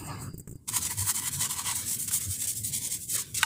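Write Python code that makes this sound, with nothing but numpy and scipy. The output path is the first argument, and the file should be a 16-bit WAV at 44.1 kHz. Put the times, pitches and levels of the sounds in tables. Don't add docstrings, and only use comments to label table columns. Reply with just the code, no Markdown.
import sys
import numpy as np
from scipy import signal
from scipy.fft import rfft, irfft
from scipy.io import wavfile

SR = 44100
rng = np.random.default_rng(int(sys.argv[2]) if len(sys.argv) > 2 else 0)


def waveform_to_disk(signal):
    frames = np.transpose(np.atleast_2d(signal))
    scaled = np.clip(frames, -1, 1) * 32767
    samples = np.round(scaled).astype(np.int16)
    wavfile.write(sys.argv[1], SR, samples)


N = 152145
TIME = np.arange(N) / SR
BINS = np.fft.rfftfreq(N, 1 / SR) + 1

# frequency in Hz, relative level in dB.
RUMBLE_SPECTRUM = [(20, -20), (45, -16.5), (75, -1), (105, 4), (150, -1.5), (200, -4), (300, -10),
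                   (450, -20), (700, -34), (1500, -60.5), (5000, -75), (16000, -51)]
# time in seconds, level in dB.
RUMBLE_LEVEL = [(0, -44), (.29, -38.5), (.33, -52.5), (.65, -58.5), (.7, -46), (1.4, -46), (2, -47.5),
                (2.7, -47.5), (3.45, -49.5)]
# middle in seconds, width in seconds, pitch in Hz, level in dB.
MICROPHONE_BUMPS = [(.09, 0.036, 130.8, -39.5), (.2, 0.075, 149.8, -43.5), (1.006, 0.047, 102.1, -33),
                    (1.37, 0.09, 135, -43.5), (2.295, 0.03, 99.7, -33), (2.62, 0.049, 104.3, -40.5),
                    (2.72, 0.028, 141.8, -41.5)]

# time in seconds, body level in dB, skin hiss level in dB.
SLIDE_LEVELS = [(0, -46.5, -43), (.03, -47, -49), (.07, -49, -41), (.1, -39.5, -50), (.14, -43, -52),
                (.18, -49.5, -54.5), (.225, -50.5, -41.5), (.28, -59.5, -53), (.32, -70, -66.5),
                (.42, -81, -69), (.57, -80, -74), (.68, -84, -84)]
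# frequency in Hz, width in Hz, relative level in dB.
CASE_RESONANCES = [(300, 70, 4), (920, 210, 0.5), (1240, 190, -2.5), (1690, 115, -5), (2100, 130, -5.5),
                   (2670, 160, -6), (2920, 135, -5), (4310, 180, -7.5), (4730, 93, -6.5), (4860, 210, -10)]
# frequency in Hz, relative level in dB.
SKIN_SPECTRUM = [(100, -22), (1500, -5), (3600, -23), (4800, -21), (5900, -12.5), (7500, 6), (8600, 4.5),
                 (9700, -8), (13000, -7), (15500, -4)]
# frequency in Hz, width in Hz, relative level in dB.
THIN_RING = [(4810, 32, 0)]
# time in seconds, level in dB.
THIN_RING_LEVEL = [(0, -66), (.12, -60), (.22, -56), (.3, -60.5), (.39, -66), (.45, -80), (.52, -87),
                   (.56, -69), (.62, -95)]
# start in seconds, thump level in dB (before doubling and a low-pass),
# scuff level in dB (before its fade), scuff brightness in dB per octave.
FINGER_TAPS = [(.335, -41, -52, 7), (.342, -33, -49, 0), (0.356, -55, -70, 8), (.378, -39, -33.5, 12),
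               (.396, -39.5, -37, 3.5), (0.408, -42.5, -50, 6), (0.474, -37, -42.5, -2),
               (.493, -37, -42.5, 3.5), (.511, -38, -42, 2.5), (0.526, -37, -49, 1), (0.548, -54, -61, 0),
               (0.555, -36, -50.5, 0.5)]
# time in seconds, centre in Hz, level in dB.
PALM_GLIDE = [(0, 897, -70), (.06, 897, -53), (.11, 924, -46.5), (.17, 1000, -59.5), (.21, 1197, -59),
              (.245, 1380, -54), (0.284, 1384, -52), (.32, 1370, -76), (.36, 1400, -110)]

# start in seconds, gain in dB.
KNOCKS = [(1.092, -33.5), (2.112, -35.5), (3.4306, -11)]
# frequency in Hz, relative level in dB,
# time to fade by 60 dB in seconds, rise time in seconds.
COVER_TONES = [(900, 5.5, 0.038, 0.024), (1265, -11.5, 0.047, 0.0009), (1530, 2.5, 0.021, 0.00028),
               (1910, -3.5, 0.022, 0.00023), (2210, -1.5, 0.013, 0.00022), (2460, -0.5, 0.011, 0.00022),
               (2860, -9, 0.044, 0.00022), (3650, -5.5, 0.025, 0.00017), (6858, -23, .015, .0002),
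               (7610, -3.5, 0.012, .0002)]
# start in seconds, level in dB before an 8 dB cut and the fade.
SNAGS = [(0.6903, -10), (.7686, -3.5), (0.988, -27), (1.082, -11.5), (1.107, -10), (1.283, -16),
         (1.423, -5), (2.151, -14), (2.475, -25), (2.646, -26)]

# time in seconds, level in dB.
RASP_LEVEL = [(0, -98), (.67, -99), (.7, -49), (.85, -46), (1.0, -52), (1.3, -48.5), (1.6, -51),
              (1.83, -44.5), (2.05, -56), (2.12, -45.5), (2.35, -58), (2.47, -45.5), (2.61, -63),
              (2.73, -48.5), (2.87, -48.5), (2.98, -54.5), (3.07, -77), (3.16, -36), (3.23, -48.5),
              (3.335, -61), (3.38, -39.5), (3.45, -40.5)]
# frequency in Hz, relative level in dB.
RASP_SPECTRUM = [(100, -36), (500, -1.5), (700, -9.5), (1000, -6), (1400, -1), (2100, -0.5), (2600, -2),
                 (3300, 0.5), (4400, -0.5), (6000, 1), (15500, -15)]
# start in seconds, hardest moment in seconds, end in seconds,
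# bristle level in dB, hollow part level in dB, bristle brightness in dB per octave.
STROKES = [(0.674, 0.691, .706, -28.5, -44.5, -5), (0.715, 0.774, .8, -26, -37, -1),
           (.8, 0.851, .89, -29, -42.5, -4), (0.884, 0.909, .95, -31, -41, 1),
           (0.965, 0.998, 1.07, -29, -47, -1.5), (1.05, 1.098, 1.13, -24, -36.5, 0),
           (1.135, 1.167, 1.22, -28, -41, -1.5), (1.208, 1.245, 1.265, -31.5, -44, 0),
           (1.253, 1.278, 1.3, -27, -38.5, -1), (1.307, 1.345, 1.395, -31, -49, -2),
           (1.383, 1.421, 1.485, -26, -37.5, -4.5), (1.486, 1.513, 1.56, -30, -43, -2),
           (1.542, 1.591, 1.635, -32.5, -41.5, -3), (1.627, 1.699, 1.75, -29, -38, -5),
           (1.739, 1.759, 1.85, -30, -48.5, -1), (1.844, 1.918, 1.985, -26.5, -53, 0.5),
           (1.984, 1.994, 2.085, -29.5, -61.5, 1.5), (2.073, 2.084, 2.102, -29, -46, -0.5),
           (2.103, 2.146, 2.2, -23.5, -51, 0), (2.197, 2.216, 2.295, -32, -54.5, -2),
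           (2.277, 2.32, 2.39, -31, -55, -2), (2.375, 2.44, 2.468, -28, -52.5, -0.5),
           (2.47, 2.473, 2.55, -26.5, -76, -1.5), (2.545, 2.565, 2.635, -32, -67, 0.5),
           (2.632, 2.646, 2.722, -28.5, -60, 0.5), (2.716, 2.745, 2.812, -28, -78, -3),
           (2.8, 2.861, 2.897, -30.5, -56, -3), (2.895, 2.92, 2.985, -29, -53.5, -2.5),
           (2.996, 3.021, 3.07, -36, -87, 1), (3.069, 3.166, 3.166, -25, -58, -0.5),
           (3.171, 3.189, 3.238, -28.5, -48.5, -2.5), (3.342, 3.35, 3.368, -28, -52, -4),
           (3.362, 3.377, 3.408, -27.5, -61, -5), (3.406, 3.415, 3.46, -28, -46, -6)]
# frequency in Hz, relative level in dB.
BRISTLE_SPECTRUM = [(100, -43), (700, -36), (1400, -55.5), (2100, -19.5), (2600, -21), (3200, -14),
                    (4500, -12), (6000, -6), (7300, 0), (8400, 2.5), (9500, -0.5), (11000, -4), (13000, -9),
                    (15500, -3.5)]
# frequency in Hz, width in Hz, relative level in dB.
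HOLLOW_PARTS = [(963, 192, 3.5), (1164, 240, 3), (1300, 237, -0.5), (1960, 120, 2), (2216, 200, -2.5),
                (3084, 350, -3), (4390, 480, -3.5)]
# time in seconds, level in dB.
LIGHT_CONTACT = [(0, -110), (.66, -68), (.7, -39.5), (1.5, -49), (1.85, -41.5), (2.9, -45.5), (3.0, -44),
                 (3.24, -48), (3.33, -48), (3.45, -48)]
# time in seconds, centre in Hz,
# depth in dB (a negative depth is a slight boost).
MOVING_DIP = [(.7, 610, 6), (1.8, 574, -0.5), (2.03, 840, 11), (2.15, 600, 22), (2.33, 1020, 11),
              (2.45, 1180, 7), (2.68, 1210, 8), (2.8, 1360, 28), (2.89, 1340, 14), (3.05, 1220, 6),
              (3.2, 660, 33), (3.4, 720, 40)]
# delay in seconds, gain (negative flips the wave).
REFLECTIONS = [(.0023, 0.06), (.0037, -0.051), (.0052, 0.1), (.0071, .12), (.0094, -0.043)]

TAP_RISE_S, TAP_DECAY_S = 0.0017, 0.0061
THUMP_HZ, THUMP_DECAY_S, THUMP_TOP_HZ = 140.3, 0.0054, 386
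PALM_WIDTH_HZ = 460
CRACK_DB, CRACK_DECAY_S, COVER_LOW_HZ = -5.5, 0.0032, 820
SNAG_DECAY_S = 0.0009
RISE_SHAPE, FALL_SHAPE = 1.15, 1.11
FLICKS_PER_S, FLICK_SPREAD_DB, JUDDER_DB, JUDDER_HZ = 9000, -0.5, 1.5, 102
ECHO_S, ECHO_SHARE = (0.0003, 0.002), 0.24
HOLLOW_LOW_HZ, BRUSH_LOW_HZ = 695, 260
DIP_WIDTH_OCTAVES = 0.29
CUTOFF_HZ = 15520


def amp(db):
    return 10 ** (np.asarray(db) / 20)


def unit(x):
    return x / np.sqrt(np.mean(x ** 2) + 1e-20)


def level_over_time(points):
    return amp(np.interp(TIME, *np.transpose(points)))


def add(mix, s, sound):
    part = mix[round(s * SR):][:len(sound)]
    part += sound[:len(part)]


def edge(x, hz, kind, order=4):
    return signal.sosfilt(signal.butter(order, hz, kind, fs=SR, output="sos"), x)


def colour(x, points, tilt_db=0):
    hz, db = np.transpose(points)
    octave = np.log2(np.fft.rfftfreq(len(x), 1 / SR) + 1)
    curve_db = np.interp(octave, np.log2(hz), db) + tilt_db * octave
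    return unit(irfft(rfft(x) * amp(curve_db), len(x)))


def ring(x, modes, low_hz):
    body = 0
    for k, (hz, width, db) in enumerate(modes):
        sign = (-1) ** k
        body = body + sign * amp(db) / (1 + 1j * (BINS ** 2 - hz ** 2) / (BINS * width))
    low_cut = 1 + (low_hz / BINS) ** 8
    return unit(irfft(rfft(x) * body / low_cut, N))


def wander(hz):
    return unit(irfft(rfft(rng.standard_normal(N)) * np.exp(-(BINS / hz) ** 2), N))


def flicks(per_s, spread_db):
    size = amp(spread_db * np.minimum(rng.exponential(1, N), 5))
    direction = rng.choice([-1, 1], N)
    happens = rng.random(N) < per_s / SR
    return unit(size * direction * happens)


def drift(x, patchy_db, width_hz, hold_s, top_hz):
    hz, t, z = signal.stft(x, SR, nperseg=512, noverlap=384)
    across = np.fft.fftfreq(len(hz), hz[1])[:, None] * width_hz
    along = np.fft.fftfreq(len(t), t[1]) * hold_s
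    noise = np.fft.fft2(rng.standard_normal(z.shape))
    field = unit(np.fft.ifft2(noise * np.exp(-across ** 2 - along ** 2)).real)
    gain = amp(patchy_db * np.minimum(field, 1) / np.sqrt(1 + (hz[:, None] / top_hz) ** 2))
    return signal.istft(z * gain, SR, nperseg=512, noverlap=384)[1][:N]


def rumble():
    noise = colour(rng.standard_normal(N), RUMBLE_SPECTRUM)
    noise = unit(drift(noise, patchy_db=3.5, width_hz=137, hold_s=0.07, top_hz=2000))
    out = noise * level_over_time(RUMBLE_LEVEL)
    waver = 1 + 0.1198 * wander(hz=39.3)
    for s, width, hz, db in MICROPHONE_BUMPS:
        tone = unit(np.sin(2 * np.pi * np.cumsum(hz * waver) / SR))
        out += amp(db) * np.exp(-((TIME - s) / width) ** 2) * tone
    return out


def sliding_hand():
    s, body_db, hiss_db = np.transpose(SLIDE_LEVELS)
    skin = colour(flicks(per_s=9000, spread_db=2), SKIN_SPECTRUM)
    skin = unit(drift(skin, patchy_db=4.5, width_hz=370, hold_s=0.11, top_hz=14000))
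    body = ring(flicks(per_s=6400, spread_db=1), CASE_RESONANCES, low_hz=200)
    body = unit(drift(body, patchy_db=7, width_hz=380, hold_s=0.084, top_hz=7000))
    thin = ring(rng.standard_normal(N), THIN_RING, low_hz=4000) * level_over_time(THIN_RING_LEVEL)
    return body * amp(np.interp(TIME, s, body_db)) + skin * amp(np.interp(TIME, s, hiss_db)) + thin


def palm():
    s, hz, db = np.transpose(PALM_GLIDE)
    carrier = np.exp(2j * np.pi * np.cumsum(np.interp(TIME, s, hz)) / SR)
    noise = rng.standard_normal(N) + 1j * rng.standard_normal(N)
    noise = edge(noise, PALM_WIDTH_HZ / 2, "lowpass", order=3)
    return unit((carrier * noise).real) * amp(np.interp(TIME, s, db))


def finger_taps():
    out, t = np.zeros(N), TIME[:4096]
    touch = np.interp(t, [0, TAP_RISE_S], [0, 1]) * np.exp(-np.maximum(t - TAP_RISE_S, 0) / TAP_DECAY_S)
    pitch_factors = rng.uniform(0.64, 1.3, len(FINGER_TAPS))
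    for (s, thump_db, scuff_db, tilt_db), factor in zip(FINGER_TAPS, pitch_factors):
        turn = 2 * np.pi * THUMP_HZ * factor * t
        tones = np.sin(turn) + 0.47 * np.sin(2.22 * turn)
        thump = 2 * amp(thump_db) * tones * np.exp(-t / THUMP_DECAY_S)
        add(out, s, edge(thump, THUMP_TOP_HZ, "lowpass", order=2))
        scuff = colour(rng.standard_normal(len(t)), SKIN_SPECTRUM, tilt_db)
        add(out, s, amp(scuff_db) * touch * scuff)
    return out


def knock():
    out, t = np.zeros(N), TIME[:4096]
    tones = np.zeros(len(t))
    for hz, db, t60, rise in COVER_TONES:
        tones += amp(db - 60 * t / t60) * np.minimum(t / rise, 1) * np.sin(2 * np.pi * hz * t)
    for s, db in KNOCKS:
        crack = colour(rng.standard_normal(len(t)), BRISTLE_SPECTRUM, tilt_db=-5.5)
        crack *= np.exp(-t / CRACK_DECAY_S)
        strike = edge(tones + amp(CRACK_DB) * crack, COVER_LOW_HZ, "highpass", order=6)
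        add(out, s, amp(db) * strike)
    return out


def snags():
    out, t = np.zeros(N), TIME[:1024]
    for s, db in SNAGS:
        burst = colour(rng.standard_normal(len(t)), BRISTLE_SPECTRUM)
        add(out, s, amp(db - 8) * burst * np.exp(-t / SNAG_DECAY_S))
    return out


def rasp():
    return colour(flicks(per_s=3500, spread_db=0.5), RASP_SPECTRUM) * level_over_time(RASP_LEVEL)


def brush():
    judder = amp(JUDDER_DB * wander(JUDDER_HZ))
    bristles = unit(flicks(FLICKS_PER_S, FLICK_SPREAD_DB) * judder)
    hollow = ring(flicks(per_s=1500, spread_db=1) * judder, HOLLOW_PARTS, HOLLOW_LOW_HZ)
    contact = colour(flicks(per_s=5000, spread_db=2), BRISTLE_SPECTRUM, tilt_db=2)
    out = contact * level_over_time(LIGHT_CONTACT)
    echoes = rng.uniform(*ECHO_S, len(STROKES))
    for (start, top, end, db, hollow_db, tilt_db), echo in zip(STROKES, echoes):
        on = (TIME > start) & (TIME < end)
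        t = TIME[on]
        swell = np.sin(np.pi / 2 * np.interp(t, [start, top, end], [0, 1, 0]))
        force = swell ** np.where(t < top, RISE_SHAPE, FALL_SHAPE)
        reflected = np.roll(bristles[on], round(echo * SR))
        hiss = colour(bristles[on] + ECHO_SHARE * reflected, BRISTLE_SPECTRUM, tilt_db)
        out[on] += force * (amp(db) * hiss + amp(hollow_db) * hollow[on])
    return out


def moving_dip(x):
    hz, t, z = signal.stft(x, SR, nperseg=1024, noverlap=768)
    s, centre, depth = np.transpose(MOVING_DIP)
    away = np.log2((hz[:, None] + 1) / np.interp(t, s, centre)) / DIP_WIDTH_OCTAVES
    gain = amp(-np.interp(t, s, depth) * np.exp(-away ** 2))
    return signal.istft(z * gain, SR, nperseg=1024, noverlap=768)[1][:N]


def bay(x):
    out = x.copy()
    for s, gain in REFLECTIONS:
        add(out, s, gain * x)
    return out


def scene():
    handling = sliding_hand() + palm() + finger_taps()
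    scrub = drift(brush() + rasp(), patchy_db=4.5, width_hz=240, hold_s=0.11, top_hz=3460)
    scrub = edge(moving_dip(scrub), BRUSH_LOW_HZ, "highpass")
    return (rumble() + handling + knock() + bay(scrub + snags()))[None]


def record(dry):
    low_pass = signal.firwin(401, CUTOFF_HZ, window=("kaiser", 8), fs=SR)
    return signal.oaconvolve(dry, low_pass[None], "same")


dry = scene()
out = record(dry)
waveform_to_disk(out)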